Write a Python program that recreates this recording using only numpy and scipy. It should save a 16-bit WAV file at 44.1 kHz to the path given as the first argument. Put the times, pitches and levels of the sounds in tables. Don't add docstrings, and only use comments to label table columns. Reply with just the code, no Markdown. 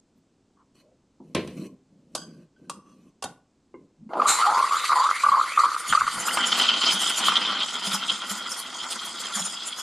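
import sys
import numpy as np
from scipy import signal
from scipy.fft import rfft, irfft
from scipy.io import wavfile
from scipy.ndimage import uniform_filter1d, map_coordinates

SR = 44100
rng = np.random.default_rng(int(sys.argv[2]) if len(sys.argv) > 2 else 0)


def waveform_to_disk(signal):
    frames = np.transpose(np.atleast_2d(signal))
    scaled = np.clip(frames, -1, 1) * 32767
    samples = np.round(scaled).astype(np.int16)
    wavfile.write(sys.argv[1], SR, samples)


N = 433062
T = np.arange(N) / SR

# hz, relative_db, t60_s
JOINT_MODES = [(1051, 4.5, 0.18), (2500, 6.5, 0.06), (3020, 2, 0.087), (3950, -0.5, 0.082),
               (4250, -4.5, 0.063), (5885, 5, .05)]
# hz, struck_on_wall_db, struck_on_rim_db, t60_s
PITCHER_MODES = [(780, -23, 8.5, .17), (1134, -6, -18, 0.45), (1133, 8, 5, 0.1), (1450, -15, 3.5, 0.18),
                 (1847, -28.5, -5, 0.15), (2710, -2, -2, 0.08), (2783, -19, -22, 0.33),
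                 (3316, -11.5, -14, .13), (3730, -24, 0, 0.13), (5270, -21, -23.5, .35),
                 (6100, -0.5, -11, .07), (8495, -12, -25, .2)]
# hz, relative_db, t60_s
WAND_MODES = [(1540, -9.5, 0.51), (3058, -7.5, .31), (3260, -7, 0.32), (4700, 0, 0.34), (4888, -3, 0.29),
              (5033, -8, 0.34), (6300, -7, .33), (6530, -4, 0.25), (7850, -3, 0.27), (9740, -8, 0.2)]
# start_s (middle of the squeal), level_db (before gain), pitch_hz, length_s
SINGLE_COLLAPSES = [(4.136, -18, 746, 0.0027), (4.158, -18, 1077, 0.0024), (4.202, -11, 1220, 0.0077),
                    (4.221, -9, 1140, 0.0052), (4.26, -10.5, 1144, 0.0071), (4.603, -11, 1089, 0.0089),
                    (4.629, -11, 1116, 0.0067), (4.644, -12, 1106, 0.0075), (4.843, -14, 1200, 0.0038),
                    (4.896, -11, 1210, 0.0043), (4.905, -10.5, 1192, 0.0068), (4.92, -13, 1040, 0.0038),
                    (4.924, -10.5, 1150, 0.0045), (4.933, -11, 1138, 0.0044), (5.091, -12.5, 1270, 0.0045),
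                    (5.113, -9, 1217, 0.004), (5.242, -8.5, 1153, 0.0097), (5.269, -7.5, 1170, 0.0077),
                    (5.291, -9, 1162, 0.0083), (5.398, -11.5, 1146, 0.0074), (5.415, -10.5, 1250, 0.0047),
                    (5.579, -6.5, 1204, 0.0066), (5.595, -11, 1223, 0.0082), (5.605, -11.5, 1200, 0.0096),
                    (5.619, -16, 1240, 0.0039), (5.719, -18, 1215, 0.005), (5.766, -15.5, 1220, 0.0035),
                    (5.927, -9, 1340, 0.003), (5.935, -9, 1320, 0.0022), (5.953, -7.5, 1184, 0.0072),
                    (5.978, -9, 1280, 0.0071), (6.011, -8.5, 1340, 0.0026), (6.019, -9, 1154, 0.0044),
                    (6.069, -16, 1340, 0.0029), (6.081, -14.5, 1204, 0.0064), (6.284, -15.5, 1350, 0.0072),
                    (7.285, -7, 1210, 0.0034), (7.321, -13.5, 1290, 0.003)]
# start_s, length_s, level_db (before gain), first_hz, last_hz, change_by_end_db, bubbles_per_s
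COLLAPSE_BOUTS = [(4.273, 0.039, -15.5, 1128, 1263, -8, 125), (4.39, 0.044, -16.5, 1011, 1273, 5.5, 115),
                  (4.444, .024, -12.5, 1313, 1186, 0.5, 90), (4.473, .119, -18, 799.5, 1061, 5, 110),
                  (4.488, 0.084, -16.5, 1260, 1220, -2, 95), (4.714, 0.056, -11, 1129, 1251, -3, 88),
                  (4.96, 0.026, -13, 998, 1014, 1.5, 150), (5.001, 0.026, -13.5, 974, 1130, -2.5, 140),
                  (5.042, 0.026, -12.5, 1087, 1188, -1.5, 130), (5.32, .037, -10.5, 1081, 1191, 0.5, 140),
                  (5.373, .017, -12.5, 1050, 1112, -2, 150), (5.638, 0.029, -9.5, 1131, 1159, -3, 140),
                  (5.679, .012, -22, 1173, 1230, -2, 160)]


def amp(db):
    return 10 ** (np.asarray(db) / 20)


def unit(x):
    return x / np.sqrt(np.mean(x ** 2) + 1e-20)


def read(points, hz):
    f, value = np.transpose(points)
    return np.interp(np.log(hz + 1), np.log(f + 1), value)


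def level(curve, order):
    rows = np.array(curve)
    return amp(np.interp(T, rows[:, 0], rows[:, order]))


def add(mix, s, sound):
    part = mix[max(round(s * SR), 0):][:len(sound)]
    part += sound[:len(part)]


def ramp(start, length):
    return np.clip((T - start) / length, 0, 1)


def colour(x, spectrum, band=(20, 20000)):
    hz = np.abs(np.fft.fftfreq(4096, 1 / SR))
    gain = amp(read(spectrum, hz))
    in_band = (hz >= band[0]) * (hz <= band[1])
    gain = gain / np.sqrt(np.mean(gain ** 2 * in_band))
    response = np.exp(np.conj(signal.hilbert(np.log(gain))))
    taps = np.fft.ifft(response).real
    return signal.oaconvolve(x, taps[:len(taps) // 2])[:len(x)]


def wander(rate):
    knots = rng.standard_normal(8192)
    curve = map_coordinates(knots, [T[::16] * rate], order=3, mode="wrap")
    return unit(curve).repeat(16)[:N]


def pops(per_s, spread_db):
    size = amp(spread_db * np.minimum(rng.exponential(1, N), 4))
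    sign = rng.choice([-1, 1], N)
    return unit(size * sign * (rng.random(N) < per_s / SR))


def flutter(rate, depth_db):
    return unit(amp(depth_db * 2 * np.tanh(wander(rate) / 2)))


def patchy(x, patchy_db, span_hz=450, span_s=.025):
    hz, t, z = signal.stft(x, SR, nperseg=512)
    grid = np.meshgrid(hz / span_hz, t / span_s, indexing="ij")
    field = map_coordinates(rng.standard_normal((128, 1024)), grid, order=1, mode="wrap")
    gain = unit(amp(patchy_db * np.clip(unit(field), -2, 2)))
    return signal.istft(z * gain, SR, nperseg=512)[1][:N]


def burst(t60):
    t = T[:SR // 2]
    return rng.standard_normal(len(t)) * amp(-60 * t / t60)


def ring(modes, rough=0.24, spread_hz=22, bend=0.004, rattle_per_s=170, count=5):
    t, out = T[:SR], np.zeros(SR)
    places = np.linspace(-1, 1, count)
    weights = np.exp(-places ** 2)
    weights = weights / np.linalg.norm(weights)
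    for hz, db, t60 in modes:
        knots = rng.standard_normal((2, 512))
        rattle = rough * np.interp(t * rattle_per_s, np.arange(512), knots[0])
        pitch_drift = bend * np.interp(t * 16, np.arange(512), knots[1])
        turns = hz * np.cumsum(1 + pitch_drift) / SR
        offsets = spread_hz * (places + rng.uniform(-1, 1, count) / count)
        cluster = np.zeros(SR)
        for k, (weight, offset) in enumerate(zip(weights, offsets)):
            angle = 2 * np.pi * (turns + offset * t + rng.random())
            cluster += weight * np.sin(angle + (-1) ** k * rattle)
        out += amp(db - 60 * t / t60) * cluster
    return out


def fuzzy(length, first_hz, last_hz, width_hz):
    n = round(length * SR)
    lowpass = signal.butter(2, width_hz, fs=SR, output="sos")
    noise = [1, 1j] @ rng.standard_normal((2, SR // 2))
    fuzz = signal.sosfilt(lowpass, noise)[-n:]
    turns = np.cumsum(np.geomspace(first_hz, last_hz, n)) / SR
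    tone = (fuzz * np.exp(2j * np.pi * turns)).real
    return unit(tone) * signal.windows.tukey(n, .5)


def swells(rows, gain_db=0):
    t, out = T[::16], np.zeros(len(T[::16]))
    for s, db, length in rows:
        out += amp(db + gain_db) / np.cosh(np.minimum(abs(t - s) / length * 2.6, 20))
    return out.repeat(16)[:N]


def strokes(rows, order):
    out = np.zeros(N)
    for row in rows:
        add(out, row[0], amp(row[order]) * signal.windows.tukey(round(row[1] * SR), .4))
    return out


def sloshes(runs, length):
    slosh_per_s = 12.8
    rows = []
    for s, span, first_db, last_db in runs:
        for u in np.linspace(0, 1, round(span * slosh_per_s) + 1):
            rows.append((s + u * span, first_db + u * (last_db - first_db), length))
    return swells(rows)


def thumps():
    # middle_s, level_db (before gain), length_s
    thump_events = [(.18, -65, .03), (5.3, -53, 0.068), (5.92, -45, 0.043), (6.04, -50, 0.056),
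                    (6.185, -46, 0.039)]
    # hz, relative density_db
    thump_spectrum = [(25, -7), (60, -12), (130, -0.5), (250, -1.5), (700, -38)]
    return colour(rng.standard_normal(N) * swells(thump_events, gain_db=1), thump_spectrum)


def swishes(width_share=0.15):
    # start_s, length_s, level_db, pitch_hz
    swish_events = [(0.562, 0.076, -63.5, 1100), (0.796, 0.17, -64.5, 559)]
    out = np.zeros(N)
    for s, length, db, hz in swish_events:
        add(out, s, amp(db) * fuzzy(length, hz, hz, width_share * hz))
    return out


def handling(scrape_db=-1.5, joint_db=-5.0):
    # start_s, length_s, rumble_db, slip_db (before scrape and joint gains)
    rubs = [(.74, 0.091, -65, -66), (1.21, 0.23, -50.5, -75), (1.34, 0.24, -41, -59),
            (1.55, 0.14, -37, -53.5), (1.68, 0.081, -49.5, -85), (1.88, 0.24, -58, -85),
            (2.08, 0.4, -48.5, -71), (2.56, 0.26, -50, -77), (2.82, 0.313, -56, -74), (3.23, 0.1, -47, -84),
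            (3.76, 0.12, -55, -88)]
    # hz, relative density_db
    rumble_spectrum = [(30, -46.5), (100, -15.5), (170, 4.5), (280, 1.5), (400, -8.5), (600, -13.5),
                       (900, -47), (3000, -64.5)]
    scrape_spectrum = [(600, -3), (1040, 4), (1400, -1.5), (2400, 1.5), (3000, 1), (3500, -9), (4200, 4),
                       (5000, -6), (9900, -4), (15000, -21)]
    rumble = colour(pops(per_s=690, spread_db=-0.5) * strokes(rubs, order=2), rumble_spectrum)
    slips = pops(per_s=6000, spread_db=4.0) * strokes(rubs, order=3)
    scrape = colour(patchy(slips, patchy_db=4.5), scrape_spectrum)
    modes = ring(JOINT_MODES, rough=0.75, spread_hz=90)
    joint = signal.oaconvolve(slips, modes / np.linalg.norm(modes))[:N]
    return rumble + amp(scrape_db) * scrape + amp(joint_db) * joint


def touches(t60=0.14):
    # start_s, level_db (before the low-pass), top_hz
    landings = [(1.201, -39, 1000)]
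    # hz, relative density_db
    touch_spectrum = [(60, -15.5), (260, 13), (400, 0.5), (650, -11.5), (900, -6), (1500, -25)]
    out = np.zeros(N)
    for s, db, top_hz in landings:
        lowpass = signal.butter(4, top_hz, fs=SR, output="sos")
        add(out, s, amp(db) * signal.sosfilt(lowpass, burst(t60)))
    return colour(out, touch_spectrum)


def blows():
    # start_s, thud_db, click_db, joint_ring_db
    knocks = [(1.349, -18.5, -24.5, -35), (1.475, -39, -42, -57), (3.24, -41.5, -58, -80)]
    # start_s, click_db (before a 0.5 dB cut), pitcher_ring_db, wand_ring_db,
    # place (0 inner wall to 1 rim)
    clinks = [(2.151, -20, -36.5, -38, 0.66), (2.697, -27.5, -37.5, -64, 0.089),
              (3.225, -28.5, -40, -76, 0.84), (3.24, -25.5, -40.5, -71, 0.99)]
    # hz, relative density_db
    case_spectrum = [(30, -42.5), (90, -10.5), (160, -7), (350, -1.5), (560, -8.5), (800, -23), (1050, -23),
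                     (1350, -29), (1900, -20), (2900, -21.5), (4200, -27.5), (5500, -38.5), (12000, -61.5)]
    click_spectrum = [(150, -28), (450, 6.5), (1150, 8.5), (1900, -14.5), (2900, 0), (4800, 0), (8000, 1.5),
                      (11000, -4.5), (15000, -43)]
    thuds, clicks, rings = np.zeros((3, N))
    for s, thud_db, click_db, joint_db in knocks:
        add(rings, s, amp(joint_db) * ring(JOINT_MODES))
        add(thuds, s, amp(thud_db) * burst(t60=0.24))
        add(clicks, s, amp(click_db) * burst(t60=0.03))
    for s, click_db, pitcher_db, wand_db, place in clinks:
        struck = []
        for hz, wall_db, rim_db, t60 in PITCHER_MODES:
            struck.append((hz, wall_db + np.clip(place, 0, 1) * (rim_db - wall_db), t60))
        add(clicks, s, amp(click_db - 0.5) * burst(t60=0.045))
        add(rings, s, amp(pitcher_db) * ring(struck, rough=.8, spread_hz=45, bend=0.014))
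        add(rings, s, amp(wand_db) * ring(WAND_MODES, rough=0.64, spread_hz=70.3))
    wavering = rings * flutter(rate=130, depth_db=3.5)
    return colour(thuds, case_spectrum) + colour(clicks, click_spectrum) + wavering


def grazes(top_hz=1400, damping_db_per_s=170):
    # start_s, level_db (before low-pass and damping)
    graze_events = [(2.562, -46.5), (2.646, -52)]
    lowpass = signal.butter(3, top_hz, fs=SR, output="sos")
    out = np.zeros(N)
    for s, db in graze_events:
        soft = signal.sosfilt(lowpass, ring(WAND_MODES, rough=1.0))
        add(out, s, amp(db - damping_db_per_s * T[:SR]) * soft)
    return out


def sliding():
    # start_s, length_s, level_db
    slides = [(2.72, 0.15, -67), (2.85, 0.095, -59.5), (3.06, .04, -69)]
    modes = ring([(hz, wall_db, t60) for hz, wall_db, rim_db, t60 in PITCHER_MODES])
    slips = pops(per_s=500, spread_db=3.5) * strokes(slides, order=2)
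    return signal.oaconvolve(slips, modes / np.linalg.norm(modes))[:N]


def knob(width_hz=35):
    # hz, relative_db, t60_s
    knob_modes = [(340, 0.5, 0.25), (406, -1, .16), (900, -12, .09), (1030, -6, .13), (1520, -16, .08),
                  (2110, -13, .11), (2780, -23, .09)]
    # start_s, level_db
    knob_taps = [(3.741, -41.5), (4.092, -43)]
    out = np.zeros(N)
    for s, db in knob_taps:
        attack = np.minimum(T[:SR] / 0.0013, 1)
        add(out, s, amp(db) * ring(knob_modes, rough=0.93, spread_hz=85) * attack)
    turn_s, turn_length_s, turn_db, first_hz, last_hz = 3.975, .15, -47, 192, 238
    add(out, turn_s, amp(turn_db) * fuzzy(turn_length_s, first_hz, last_hz, width_hz))
    return out


def deep_steam(jet_db=0.5):
    # time_s, level_db (before jet gain)
    hiss_curve = [(4.42, -37.5), (4.68, -39), (4.86, -35), (4.98, -38), (5.2, -38), (5.4, -42.5),
                  (5.6, -40), (5.85, -42.5), (5.92, -35.5), (6.01, -39.5), (6.1, -39)]
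    # hz, relative density_db
    simmer_spectrum = [(40, -66), (150, -18), (400, -5.5), (850, -1.5), (1200, 19.5), (1450, 13),
                       (1750, -7), (5000, -71)]
    jet_spectrum = [(400, -55), (1250, -5), (1680, 0), (2050, 8), (2500, -1.5), (3250, 0.5), (3800, 1),
                    (4200, 0.5), (4620, 4.5), (5150, -7), (6250, -5), (6700, -6), (7250, 1.5), (7750, -9.5),
                    (8400, -2.5), (8900, -6.5), (9600, -6.5), (10200, -9), (10800, -8), (12200, -19),
                    (13500, -28), (14500, -43)]
    valve_s, opening_s, shut_db = 4.09, 0.2, -35
    simmer_db, warming_db_per_s, rest_db = -43, -4, -6.5
    stir_s = 0.01

    simmer = pops(per_s=3900, spread_db=4.5) * flutter(rate=130, depth_db=3.5)
    simmer = colour(patchy(simmer, patchy_db=2.5), simmer_spectrum, band=(400, 800))
    jet = pops(per_s=20000, spread_db=3.0) * flutter(rate=69, depth_db=2.5)
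    jet = colour(patchy(jet, patchy_db=3.5), jet_spectrum, band=(3600, 12000))
    valve = (T > valve_s) * amp(shut_db * (1 - ramp(valve_s, opening_s)))

    spans = [(s, span) for s, span, *_ in COLLAPSE_BOUTS]
    spans += [(s, length) for s, db, hz, length in SINGLE_COLLAPSES]
    stirred = np.zeros(N)
    for s, span in spans:
        stirred[round(s * SR):round((s + span + stir_s) * SR)] = 1
    at_rest = 1 - uniform_filter1d(stirred, size=300)
    simmering = amp(simmer_db + warming_db_per_s * (T - valve_s) + rest_db * at_rest)
    return valve * (simmer * simmering + amp(jet_db) * jet * level(hiss_curve, 1))


def sputter():
    # start_s, length_s, level_db
    water_spurts = [(4.1, 0.066, -37), (4.13, 0.16, -28.5), (4.43, 0.184, -42)]
    # hz, relative density_db
    water_spectrum = [(100, -42), (250, -5.5), (450, -8.5), (750, 0), (1000, 1), (1400, -2), (1750, -30),
                      (2500, -30), (8000, -59)]
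    nozzle_spectrum = [(150, -21.5), (2500, -6.5), (3400, -10.5), (4000, 4.5), (4800, -13.5), (6300, -6.5),
                       (7400, 6.5), (7900, -9), (8400, 3), (9400, -12.5), (10800, -9.5), (12500, -20),
                       (14500, -43)]
    water = patchy(pops(per_s=1300, spread_db=3.0), patchy_db=2.5) * strokes(water_spurts, order=2)
    blast_s, rise_s, blast_db, fall_db_per_s = 4.265, 0.025, -17.5, 157
    falling = amp(blast_db - fall_db_per_s * np.maximum(T - blast_s - rise_s, 0))
    blast = patchy(rng.standard_normal(N), patchy_db=1.0) * ramp(blast_s, rise_s) * falling
    return colour(water, water_spectrum) + colour(blast, nozzle_spectrum)


def bubbles(uneven=.25, spread_db=1.0, scatter=0.041, slip=.11, length=0.0052, vary=0.24):
    slowing = 1.15
    rows = []
    chances = rng.uniform(-1, 1, (len(COLLAPSE_BOUTS), 64, 5))
    for (s, span, db, first_hz, last_hz, change_db, per_s), chance in zip(COLLAPSE_BOUTS, chances):
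        gap, size, tune, life, lag = chance[:max(round(span * per_s), 1) + 1].T
        steps = np.cumsum(np.exp(uneven * gap))
        u = ((steps - steps[0]) / (steps[-1] - steps[0])) ** slowing
        pitch = first_hz + (last_hz - first_hz) * u
        phase = span * u * (first_hz + pitch) / 2 + slip * lag + rng.random()
        levels = db + change_db * u + spread_db * size
        rows += zip(s + u * span, levels, pitch * (1 + scatter * tune), length * np.exp(vary * life), phase)
    return rows


def squeals(glide=0.072, climb=0.056, overtone_db=-29, undertone_db=-31, gain_db=-1.13, rough=0.22, edge=2.83):
    out, t = np.zeros(N), T[:SR // 25] - 1 / 50
    singles = [(*row, rng.random()) for row in SINGLE_COLLAPSES]
    for (s, db, hz, length, phase), bend in zip(singles + bubbles(), rng.uniform(-1, 1, 256)):
        shape = .5 ** (abs(2 * t / length) ** edge)
        pitch = hz * (1 + (climb + glide * bend) * np.tanh(2 * t / length))
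        turns = np.cumsum(pitch) / SR
        angle = 2 * np.pi * (phase + turns - turns[len(t) // 2])
        tone = shape * np.sin(angle)
        tone += amp(overtone_db) * shape ** 2 * np.sin(2 * angle)
        tone += amp(undertone_db) * shape * np.sin(angle / 2)
        add(out, s + t[0], amp(db + gain_db) * tone)
    return out * (1 + rough * uniform_filter1d(wander(rate=660), size=32))


def spurts(t60=0.07):
    # start_s, level_db
    pocket_bursts = [(4.134, -37), (4.217, -28), (5.925, -17.5), (6.281, -34), (6.372, -17), (7.282, -19),
                     (7.322, -21.5)]
    # hz, relative density_db
    spurt_spectrum = [(150, -17), (600, -6), (1250, 10.5), (1700, -1), (2200, -4), (3200, -3), (5000, -14),
                      (12000, -54)]
    out = np.zeros(N)
    for s, db in pocket_bursts:
        add(out, s, amp(db) * burst(t60))
    return colour(out, spurt_spectrum)


def whistles(width_share=0.058):
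    # start_s, length_s, level_db, first_hz, last_hz
    whistle_events = [(4.282, .13, -34, 770, 1068), (4.435, 0.11, -32, 687, 965),
                      (4.743, 0.22, -38, 3600, 4200), (5.082, 0.17, -36, 1880, 2583),
                      (5.449, 0.14, -37, 1926, 2790), (5.886, 0.038, -31.5, 3160, 3060),
                      (6.28, 0.024, -30.5, 2540, 3140), (6.301, 0.014, -29, 1430, 2200)]
    out = np.zeros(N)
    for s, length, db, first_hz, last_hz in whistle_events:
        add(out, s, amp(db) * fuzzy(length, first_hz, last_hz, width_share * first_hz))
    return out


def spits(gain_db=-2.0):
    # start_s, length_s, first_db, last_db (before gain)
    spit_runs = [(5.801, 0.096, -32, -29), (6.142, .197, -29.5, -24.5), (6.475, 0.11, -25, -28),
                 (6.93, .342, -24.5, -25.5), (7.87, 0.074, -25.5, -21), (8.311, 0.065, -27.5, -34.5),
                 (8.524, 0.072, -26.5, -27.5), (8.92, 0, -26.5, -28), (9.06, 0, -35, -34),
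                 (9.21, 0, -32.5, -29), (9.362, 0.04, -22.5, -26.5), (9.46, 0, -29, -30),
                 (9.678, .115, -30.5, -31.5)]
    # hz, relative density_db
    spray_spectrum = [(60, -53), (300, -11), (1300, -2), (2500, -14), (4200, -7), (5100, -0.5),
                      (5900, -5.5), (7100, 4.5), (7800, -6.5), (8600, 3.5), (10300, -5), (11700, -6.5),
                      (13000, -22), (15500, -36)]
    spray = patchy(pops(per_s=11000, spread_db=4.0), patchy_db=6) * sloshes(spit_runs, length=0.028)
    return amp(gain_db) * colour(spray, spray_spectrum)


def foaming(x):
    foam_s, rise_per_s = 7.0, .017
    return map_coordinates(x, [SR * (T + rise_per_s * (T - foam_s) ** 2 / 2)], order=3, mode="wrap")


def surface_steam(churn_db=0, tear_db=0.5, fizz_db=-1.5, gulp_churn_db=-13, gulp_tear_db=-2):
    # time_s, churn_db, tear_db, fizz_db (each before its gain)
    surface_curve = [(6.33, -31.5, -37, -41), (6.65, -31, -26.5, -35), (7.05, -33.5, -28.5, -37),
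                     (7.39, -31, -28, -43.5), (7.69, -36.5, -35, -43), (7.91, -36, -31.5, -39.5),
                     (8.62, -41.5, -42.5, -44.5), (9.24, -39.5, -36.5, -38.5), (9.82, -44.5, -39, -45)]
    # start_s, length_s, first_db, last_db (before the gulp gains)
    gulp_runs = [(6.45, 0.46, -23, -20), (7.265, 0.18, -26, -24), (7.53, 0.17, -20.5, -28),
                 (8.03, 0.07, -29, -26), (8.915, 0.073, -29.5, -42)]
    # hz, relative density_db
    churn_spectrum = [(30, -40), (130, -24.5), (190, 4), (260, 2), (480, -4.5), (1000, 6), (1420, 12),
                      (1680, -3), (2000, 4.5), (2500, -8), (10000, -54)]
    tear_spectrum = [(1200, -45), (2400, -12.5), (2850, -8), (3150, 6), (3330, -2), (3600, -7),
                     (4400, -12.5), (5200, -17.5), (7000, -34), (13000, -61)]
    fizz_spectrum = [(2500, -14), (4200, -5.5), (4950, 11), (5700, 1), (6500, 4), (7000, 6.5), (7800, 1),
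                     (8600, 1), (10200, -8), (11500, -12.5), (12800, -29), (15000, -99)]
    uneven = flutter(rate=110, depth_db=2) * flutter(rate=26, depth_db=2.0)
    churn = pops(per_s=3000, spread_db=1.5) * uneven
    churn = colour(patchy(churn, patchy_db=1.5), churn_spectrum, band=(500, 2400))
    tear = pops(per_s=3800, spread_db=4.0) * uneven * flutter(rate=49, depth_db=2.0)
    tear = foaming(colour(patchy(tear, patchy_db=3.0), tear_spectrum, band=(2800, 4400)))
    fizz = pops(per_s=6200, spread_db=2.0) * flutter(rate=160, depth_db=3.0) * flutter(rate=18, depth_db=3.5)
    fizz = colour(patchy(fizz, patchy_db=3.5), fizz_spectrum, band=(5500, 12000))
    gulps = sloshes(gulp_runs, length=0.038)
    churning = np.hypot(amp(churn_db) * level(surface_curve, 1), amp(gulp_churn_db) * gulps)
    tearing = np.hypot(amp(tear_db) * level(surface_curve, 2), amp(gulp_tear_db) * gulps)
    return churn * churning + tear * tearing + amp(fizz_db) * fizz * level(surface_curve, 3)


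def gushes(width_hz=600):
    # start_s, length_s, level_db (before flutter), first_hz, last_hz
    gush_events = [(6.549, .21, -34, 3680, 4590), (6.757, .2, -31, 4200, 5270),
                   (8.895, .45, -57, 4430, 5040)]
    out = np.zeros(N)
    for s, length, db, first_hz, last_hz in gush_events:
        add(out, s, amp(db) * fuzzy(length, first_hz, last_hz, width_hz))
    return out * flutter(rate=60, depth_db=6.0)


def glugs(rise=0.0084, decay=0.025, glide=1.0, gain_db=1):
    # start_s, level_db (before gain and envelope), starting pitch_hz
    air_pockets = [(6.711, -33, 225), (6.933, -29.5, 185), (7.289, -32.5, 179), (7.87, -26.5, 188),
                   (7.933, -25.5, 187), (8.115, -31.5, 195), (8.308, -28.5, 195), (9.36, -28.5, 202),
                   (9.403, -32.5, 174)]
    out, t = np.zeros(N), T[:SR // 4]
    envelope = (1 - np.exp(-t / rise)) * np.exp(-t / decay)
    for s, db, hz in air_pockets:
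        add(out, s, amp(db + gain_db) * envelope * np.sin(2 * np.pi * hz * t * (1 + glide * t)))
    return out


def kitchen(x):
    # hz, t60_s
    room_decay = [(150, 0.49), (1000, 0.35), (5000, 0.21), (12000, 0.26)]
    taps = rng.choice([-1., 1.], SR // 2) * (rng.random(SR // 2) < 1 / 20)
    taps = taps * (T[:SR // 2] > .004)
    hz, t, z = signal.stft(taps, SR, nperseg=256)
    decay = amp(-60 * t / read(room_decay, hz)[:, None])
    tail = signal.istft(z * decay, SR, nperseg=256)[1]
    return signal.oaconvolve(x, tail / np.linalg.norm(tail))[:N]


def scene():
    # hz, relative density_db
    quiet_spectrum = [(25, -19), (70, -13), (140, -12.5), (260, -7), (500, -20), (1100, -28), (1800, -34.5),
                      (8000, -36), (15000, -74)]
    # hz, side_db
    width_spectrum = [(1900, -79), (2600, -87), (3300, -18), (5000, -9.5), (7500, -11), (12000, -27)]
    raised = ramp(start=6.1, length=0.17)
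    steam = np.sqrt(1 - raised) * deep_steam() + np.sqrt(raised) * surface_steam()
    steam = steam + sputter() + squeals() + spurts() + whistles() + spits() + gushes() + glugs()
    near = thumps() + swishes() + handling() + touches() + blows() + grazes() + sliding() + knob() + steam
    quiet = amp(-66) * colour(rng.standard_normal(N), quiet_spectrum)
    mid = near + amp(-11.5) * kitchen(near) + quiet
    hz = np.fft.rfftfreq(N, 1 / SR)
    swing = 1j * np.sin(2 * np.pi * hz / 520)
    spread = rfft(mid) * swing + amp(0.5) * rfft(kitchen(near))
    side = irfft(spread * amp(read(width_spectrum, hz)), N)
    return np.array([mid + side, mid - side])


def record(dry):
    lowpass = signal.firwin(511, 15500, window=("kaiser", 9), fs=SR)
    return signal.oaconvolve(dry, lowpass[None], "same")


dry = scene()
out = record(dry)
waveform_to_disk(out)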